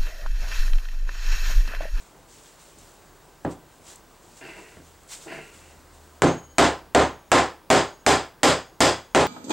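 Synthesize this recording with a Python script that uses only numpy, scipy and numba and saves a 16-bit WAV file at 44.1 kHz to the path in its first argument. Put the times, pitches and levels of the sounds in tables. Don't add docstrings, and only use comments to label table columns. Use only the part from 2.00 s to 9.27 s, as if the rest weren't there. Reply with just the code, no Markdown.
import sys
import numpy as np
from scipy import signal
from scipy.fft import rfft, irfft, next_fast_len
from scipy.io import wavfile
from scipy.ndimage import uniform_filter1d, map_coordinates
from numba import njit

SR = 44100
rng = np.random.default_rng(int(sys.argv[2]) if len(sys.argv) > 2 else 0)


def linear_from_db(decibels):
    return 10 ** (np.asarray(decibels, float) / 20)


def waveform_to_disk(signal):
    frames = np.transpose(np.atleast_2d(signal))
    scaled = np.clip(frames, -1, 1) * 32767
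    samples = np.round(scaled).astype(np.int16)
    wavfile.write(sys.argv[1], SR, samples)


N = 320607


def unit(x):
    return x / np.sqrt(np.mean(x ** 2) + 1e-20)


def along(points, hz):
    f, v = np.transpose(points)
    return np.interp(np.log(hz + 1), np.log(f + 1), v)


def wobble(rate):
    knots = rng.standard_normal(int(N * rate / SR) + 4)
    return map_coordinates(knots, [np.arange(N) * rate / SR])


def envelope(rows):
    start, rise, hold, db, fall = np.transpose(rows)[..., None]
    t = np.arange(N) / SR - start
    onset = np.clip(t / np.abs(rise), 0, 1) ** 1.36
    shape = onset * linear_from_db(db - fall * np.maximum(t - rise - hold, 0))
    return np.sqrt(np.sum(shape ** 2, axis=0))


def filtered(x, response):
    m = 2 * next_fast_len(x.shape[-1] // 2 + 4096)
    spectrum = rfft(x, m) * response(np.fft.rfftfreq(m, 1 / SR))
    return irfft(spectrum, m)[..., :x.shape[-1]]


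def resonant(x, peaks):
    def response(f):
        return sum((-1) ** k * linear_from_db(db) * 1j * f * width / (centre * centre - f * f + 1j * f * width)
                   for k, (centre, width, db) in enumerate(peaks))
    return filtered(x, response)


def causal(x, colour):
    def response(hz):
        cepstrum = irfft(np.log(linear_from_db(colour(hz)) + 1e-6))
        half = len(cepstrum) // 2
        cepstrum = cepstrum * np.r_[1, np.full(half - 1, 2), 1, np.zeros(half - 1)]
        return np.exp(rfft(cepstrum))[:len(hz)]
    return filtered(x, response)


# f/Hz, filter gain from twin to side/dB
SIDE_GAIN = [(35, 1), (60, -6), (110, -12), (200, -15), (380, -16.5), (700, -18.5), (1290, -19.5),
             (2380, -23), (4400, -19), (8120, -8.5), (15000, -41)]


def stereo(mid, twin):
    side = causal(twin, lambda hz: along(SIDE_GAIN, hz))
    return np.array([mid + side, mid - side])


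# f/Hz, t60/s
ROOM_T60 = [(80, 0.38), (250, 0.26), (1000, 0.3), (4000, 0.28), (8000, 0.27), (14000, 0.16)]


def tail(colour):
    hz, t, z = signal.stft(rng.standard_normal((2, SR)), SR, nperseg=256)
    level_db = colour(hz)[:, None] - 60 * t / along(ROOM_T60, hz)[:, None]
    return signal.istft(z * linear_from_db(level_db), SR, nperseg=256)[1][:, :SR]


def ring(modes, scatter_db, attack):
    t = np.arange(SR) / SR
    hz, db, t60 = np.transpose(modes)[..., None]
    size = linear_from_db(db + scatter_db * rng.standard_normal(hz.shape) - 60 * t / t60)
    return np.sum(size * np.sin(2 * np.pi * hz * t), axis=0) * (1 - np.exp(-t / attack))


def grit(density, spread_db):
    slips = (rng.random((2, N)) < density / SR) * rng.standard_normal((2, N))
    return unit(slips * linear_from_db(spread_db * wobble(60)))


# f/Hz, relative level per Hz/dB
AIR_SPECTRUM = [(13, -62), (22, -32.5), (44, 3), (103, -5.5), (156, -1.5), (212, -7.5), (321, -2),
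                (447, -4.5), (513, -5), (820, -6.5), (916, -5.5), (2160, -17.5), (2690, -19),
                (13700, -27.5), (16200, -27.5)]
# f/Hz, level/dB, waver/dB
HUM_TONES = [(35, -54, 2.5), (1560, -71, 2.5), (15734, -66, 1.5)]
# start t/s, rise t/s, hold t/s, level/dB, fall/(dB per s)
LOW_TONE_ROWS = [(2.75, 0.024, .01, -50, 55), (3.1, 0.74, .2, -54, 17), (4.2, 0.22, .02, -49, 70)]
AIR_DB = -53.5
LOW_TONE_HZ, LOW_TONE_SAG_HZ_PER_S = 81, 3.4


def background():
    z = signal.stft(rng.standard_normal((2, N)), nperseg=512)[2]
    patches = uniform_filter1d(rng.standard_normal(z.shape[1:]), size=6, axis=0)
    patches = unit(uniform_filter1d(patches, size=12, axis=1))
    noise = signal.istft(z * linear_from_db(1.2 * patches), nperseg=512)[1][:, :N]
    air = linear_from_db(AIR_DB) * unit(filtered(noise, lambda hz: linear_from_db(along(AIR_SPECTRUM, hz))))
    t = np.arange(N) / SR
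    hums = sum(linear_from_db(db + waver_db * wobble(9)) * np.sin(2 * np.pi * hz * t) for hz, db, waver_db in HUM_TONES)
    low_hz = LOW_TONE_HZ - LOW_TONE_SAG_HZ_PER_S * (t - LOW_TONE_ROWS[0][0])
    low_tone = np.sin(2 * np.pi * np.cumsum(low_hz) / SR)
    low_tone = envelope(LOW_TONE_ROWS) * linear_from_db(1.1 * wobble(4.1)) * low_tone
    return stereo(*air) + hums + low_tone


# start t/s, rise t/s, hold t/s, level/dB, fall/(dB per s)
HAND_STROKES = [(-0.03, 0.035, .015, -58.5, 130), (0.26, 0.039, 0.19, -56.5, 75),
                (0.575, 0.031, .01, -56.5, 36), (0.76, 0.026, .005, -58, 150), (0.8, .03, .05, -63, 46),
                (1.18, .04, .01, -71, 220), (1.3, 0.057, .01, -69, 300), (1.48, 0.036, .005, -52.5, 330),
                (1.67, 0.059, .01, -64.5, 85), (1.8, 0.088, 0.044, -50.5, 260), (2.13, 0.12, 0.09, -62, 60),
                (2.35, 0.024, .005, -54.5, 140), (2.4, 0.073, 0.14, -58.5, 23),
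                (2.83, 0.046, .01, -62, 110), (3.075, 0.045, 0.018, -40, 250),
                (3.17, 0.053, .025, -49, 230), (3.29, .05, .02, -57, 35), (3.51, .03, .01, -56.5, 48),
                (3.8, 0.15, .03, -64, 20)]
# f/Hz, relative level per Hz/dB
SKIN_SPECTRUM = [(2350, -36), (4000, -11), (4680, -2.5), (7270, 7), (8160, 7), (11400, -13.5), (16000, -38)]
# t/s, burst level before the resonances/dB
GRIT_SNAPS = [(0.7866, -28), (0.9183, -36), (1.443, -33), (1.9579, -25), (1.961, -24), (3.034, -36),
              (3.0775, -31)]
RESTING_DB, CLOTH_DB = -67.5, -2.5
HANDS_STILL_S = 4.2


def hands():
    moving = np.arange(N) / SR < HANDS_STILL_S
    level = moving * np.hypot(envelope(HAND_STROKES), linear_from_db(RESTING_DB)) * linear_from_db(0.99 * wobble(25.03))
    slips = grit(density=9000, spread_db=0.0)
    hiss = unit(filtered(slips, lambda hz: linear_from_db(along(SKIN_SPECTRUM, hz))))
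    cloth = unit(resonant(grit(density=8100, spread_db=0.5), [(2720, 8100, -2.5), (4240, 2700, 3.0)]))
    snaps = np.zeros((2, N))
    for s, db in GRIT_SNAPS:
        snaps[:, round(s * SR):][:, :160] += linear_from_db(db - np.arange(160) / 6) * rng.standard_normal((2, 160))
    snaps = resonant(snaps, [(3980, 540, -19), (7600, 1000, -2.5)])
    return stereo(*(level * (hiss + linear_from_db(CLOTH_DB) * cloth) + snaps))


def softness(hz, boom_db, treble_db):
    return along([(70, 0.81 * boom_db), (160, 1.32 * boom_db), (270, 1.14 * boom_db), (420, 0.41 * boom_db),
                  (900, 0.061 * boom_db), (4000, treble_db), (13000, 1.82 * treble_db)], hz)


def knock_room(colour):
    t = np.arange(SR) / SR
    sparse = [(45, -30), (70, -8), (700, -6), (1800, 0)]
    return tail(lambda hz: colour(hz) + along(sparse, hz)) * (1 - np.exp(-t / 0.0076))


def crack(colour, contact_db):
    t = np.arange(SR) / SR
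    brightness = [(300, -13), (2000, 11), (3500, 2.5), (7500, 12.5), (11000, 8.0), (15000, -8)]
    burst = rng.standard_normal((2, SR)) * linear_from_db(contact_db - 60 * t / 0.023) * (1 - np.exp(-t / 0.00052))
    return causal(burst, lambda hz: colour(hz) + along(brightness, hz))


# f/Hz, relative level/dB
BENCH_MODES = [(73, -46), (108, -47.5), (135, -46), (167, -40), (255, -36.5), (285, -38.5), (311, -36.5),
               (349, -35.5), (404, -32.5), (462, -42.5), (527, -36), (596, -40), (636, -48.5), (690, -37.5),
               (765, -36), (830, -38), (895, -54), (938, -46.5), (1026, -40), (1051, -40), (1116, -62),
               (1377, -43)]
# f/Hz, relative level/dB, t60/s
COLUMN_MODES = [(124, -44.5, 0.056), (282.1, -40, 0.24), (447, -46, 0.14), (652, -31, 0.14),
                (703, -35.5, 0.19), (785.5, -31.5, 0.14), (995, -39.5, 0.067), (2150, -49, .02)]


def wood_modes(tilt):
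    bench = [(hz, db + tilt(hz), 0.93 * along(ROOM_T60, hz)) for hz, db in BENCH_MODES]
    column = [(hz, db + tilt(hz), t60) for hz, db, t60 in COLUMN_MODES]
    return ring(bench, scatter_db=2.2, attack=.007) + ring(column, scatter_db=1.5, attack=.002)


# f/Hz, width f/Hz, relative level/dB
TRAY_PEAKS = [(3340, 150, -5), (4676, 25, 0), (4960, 200, -6), (5109, 50, 0)]
TRAY_DB, TRAY_PER_TREBLE, TRAY_PER_BOOM = -9.5, 3, -1.2


def tray(boom_db, treble_db):
    t = np.arange(SR) / SR
    db = TRAY_DB + TRAY_PER_TREBLE * treble_db + TRAY_PER_BOOM * boom_db
    return linear_from_db(db - 60 * t / 0.32) * resonant(rng.standard_normal(SR), TRAY_PEAKS)


# t/s, strength/dB, boom/dB, treble/dB, first contact/dB
LEG_CLUNKS = [(1.4483, -21.5, 12, -13.5, 4.5), (2.769, -49.5, 19, -12, 11)]
# t/s, strength/dB, boom/dB, treble/dB, first contact/dB
MALLET_BLOWS = [(4.22, -1.5, 8.5, -2.5, 8), (4.583, 8, -1.5, -1, -1), (4.948, 6, 1, -3, -3.5),
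                (5.317, 9.5, -3, -1.5, -0.5), (5.702, 8.5, -2, 0.5, -10), (6.064, 7.5, -1, 1.5, -3),
                (6.432, 7, -0.5, 2.5, -1.5), (6.805, 6.5, 0.5, 3.5, -9), (7.148, 7, 0, -1.5, -2.5)]
# f/Hz, relative level per Hz/dB
KNOCK_SPECTRUM = [(35, -16), (60, -12), (207, -9.5), (398, 2.5), (651, -1), (2410, -18.5), (3340, -20),
                  (4120, -22), (4970, -25), (5590, -26.5), (7750, -23.5), (11000, -43.5), (14600, -43),
                  (16000, -72)]


def knocks():
    out = np.zeros((2, N + SR))
    for s, db, boom_db, treble_db, contact_db in LEG_CLUNKS + MALLET_BLOWS:
        tilt = lambda hz: softness(hz, boom_db, treble_db)
        colour = lambda hz: along(KNOCK_SPECTRUM, hz) + tilt(hz)
        hit = linear_from_db(12.0) * (knock_room(colour) + crack(colour, contact_db))
        hit = hit + linear_from_db(19) * np.outer([1, -.5], wood_modes(tilt)) + tray(boom_db, treble_db)
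        out[:, round(s * SR):][:, :SR] += linear_from_db(db) * hit
    return stereo(*out[:, :N])


# start t/s, rise t/s, hold t/s, level/dB, fall/(dB per s)
DRAG_STROKES = [(2.405, .004, 0.095, -43, 77), (2.62, .05, .07, -59, 200), (3.257, 0.038, 0.035, -39, 93),
                (3.5, 0.099, 0.085, -58.5, 103)]
# t/s, level/dB
LEG_CATCHES = [(2.41, -44.5), (2.44, -45), (2.475, -46.5), (2.548, -43), (2.575, -47), (3.258, -38.5),
               (3.304, -35), (3.335, -40), (3.37, -45), (3.41, -50.5)]
# f/Hz, width f/Hz, relative level/dB
RASP_PEAKS = [(1387, 42, 2.5), (1614, 89, 0), (1900, 170, -1), (2165, 120, 1), (2415, 82, 0), (2666, 82, 2),
              (2870, 135, -1), (4660, 630, -11.5)]
# f/Hz, width f/Hz, relative level/dB
BODY_PEAKS = [(141, 41, -5.5), (322, 105, -0.5), (435, 42, 3), (672, 62, -3.5), (813, 38, -7.5),
              (960, 86, -7)]
CATCH_RISE_S, CATCH_HOLD_S, CATCH_FALL = 0.0054, 0.013, 420


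def drags():
    rasp = resonant(grit(density=1500, spread_db=0.5), RASP_PEAKS)
    rasp = unit(resonant(rasp, [(2100, 2400, 0)]))
    body = unit(resonant(grit(density=900, spread_db=-2.0), BODY_PEAKS))
    catches = envelope([(s, CATCH_RISE_S, CATCH_HOLD_S, db, CATCH_FALL) for s, db in LEG_CATCHES])
    slide = envelope(DRAG_STROKES)
    near = slide * rasp + np.hypot(catches, linear_from_db(-7.5) * slide) * body
    echo = tail(np.zeros_like)
    wet = signal.fftconvolve(near, echo / np.linalg.norm(echo[0]), axes=1)[:, :N]
    return stereo(*(linear_from_db(-2.5) * near + linear_from_db(-4.5) * wet))


# t/s, long steel ring level/dB, short ping level/dB,
# higher ping relative to the 6368 Hz ping/dB
METAL_HITS = [(4.265, -43.5, -30, -35), (5.02, -55, -34, -20), (5.76, -48.5, -49, -15),
              (6.499, -55, -60, -10), (6.871, -53, -49, -10), (7.196, -83, -33, -4)]
# f/Hz, relative level/dB, t60/s
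STEEL_MODES = [(3074, -13, 1.3), (6632, 0, 1), (6648, -3.5, .9)]
# f/Hz, t60/s
PING_TONES = [(6368, .2), (9700, .25)]


def loose_metal():
    out = np.zeros(N + SR)
    for s, ring_db, ping_db, higher_db in METAL_HITS:
        long = linear_from_db(ring_db) * ring(STEEL_MODES, scatter_db=1, attack=.02)
        pings = [(hz, db, t60) for (hz, t60), db in zip(PING_TONES, (0, higher_db))]
        short = linear_from_db(ping_db) * ring(pings, scatter_db=1, attack=.008)
        out[round(s * SR):][:SR] += long + short
    return stereo(out[:N], out[:N])


def scene():
    return background() + hands() + knocks() + drags() + loose_metal()


@njit
def follow(over_db, attack, release):
    cut, now = np.empty_like(over_db), 0.
    for i in range(len(over_db)):
        now += (over_db[i] - now) * (attack if over_db[i] > now else release)
        cut[i] = now
    return cut


def band_limit(x):
    return signal.sosfilt(signal.butter(12, 16640, fs=SR, output="sos"), x)


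def record(dry):
    peak_db = 20 * np.log10(np.abs(dry).max(axis=0) + 1e-9)
    over_db = np.maximum(peak_db + 6.99, 0)
    fast_db = follow(over_db, 1 / (SR * 0.000093), 1 / (SR * 0.009))
    slow_db = follow(fast_db, 1 / (SR * .9), 1 / (SR * 4.5))
    x = dry * linear_from_db(-fast_db - 0.47 * slow_db)
    x = x / (1 + np.abs(x / .66) ** 6) ** (1 / 6)
    x = signal.sosfilt(signal.butter(3, 48, "high", fs=SR, output="sos"), x)
    x = filtered(x, lambda hz: 1 / (1 + (hz / 16000) ** 80))
    return band_limit(x)


dry = scene()
out = record(dry)
waveform_to_disk(out)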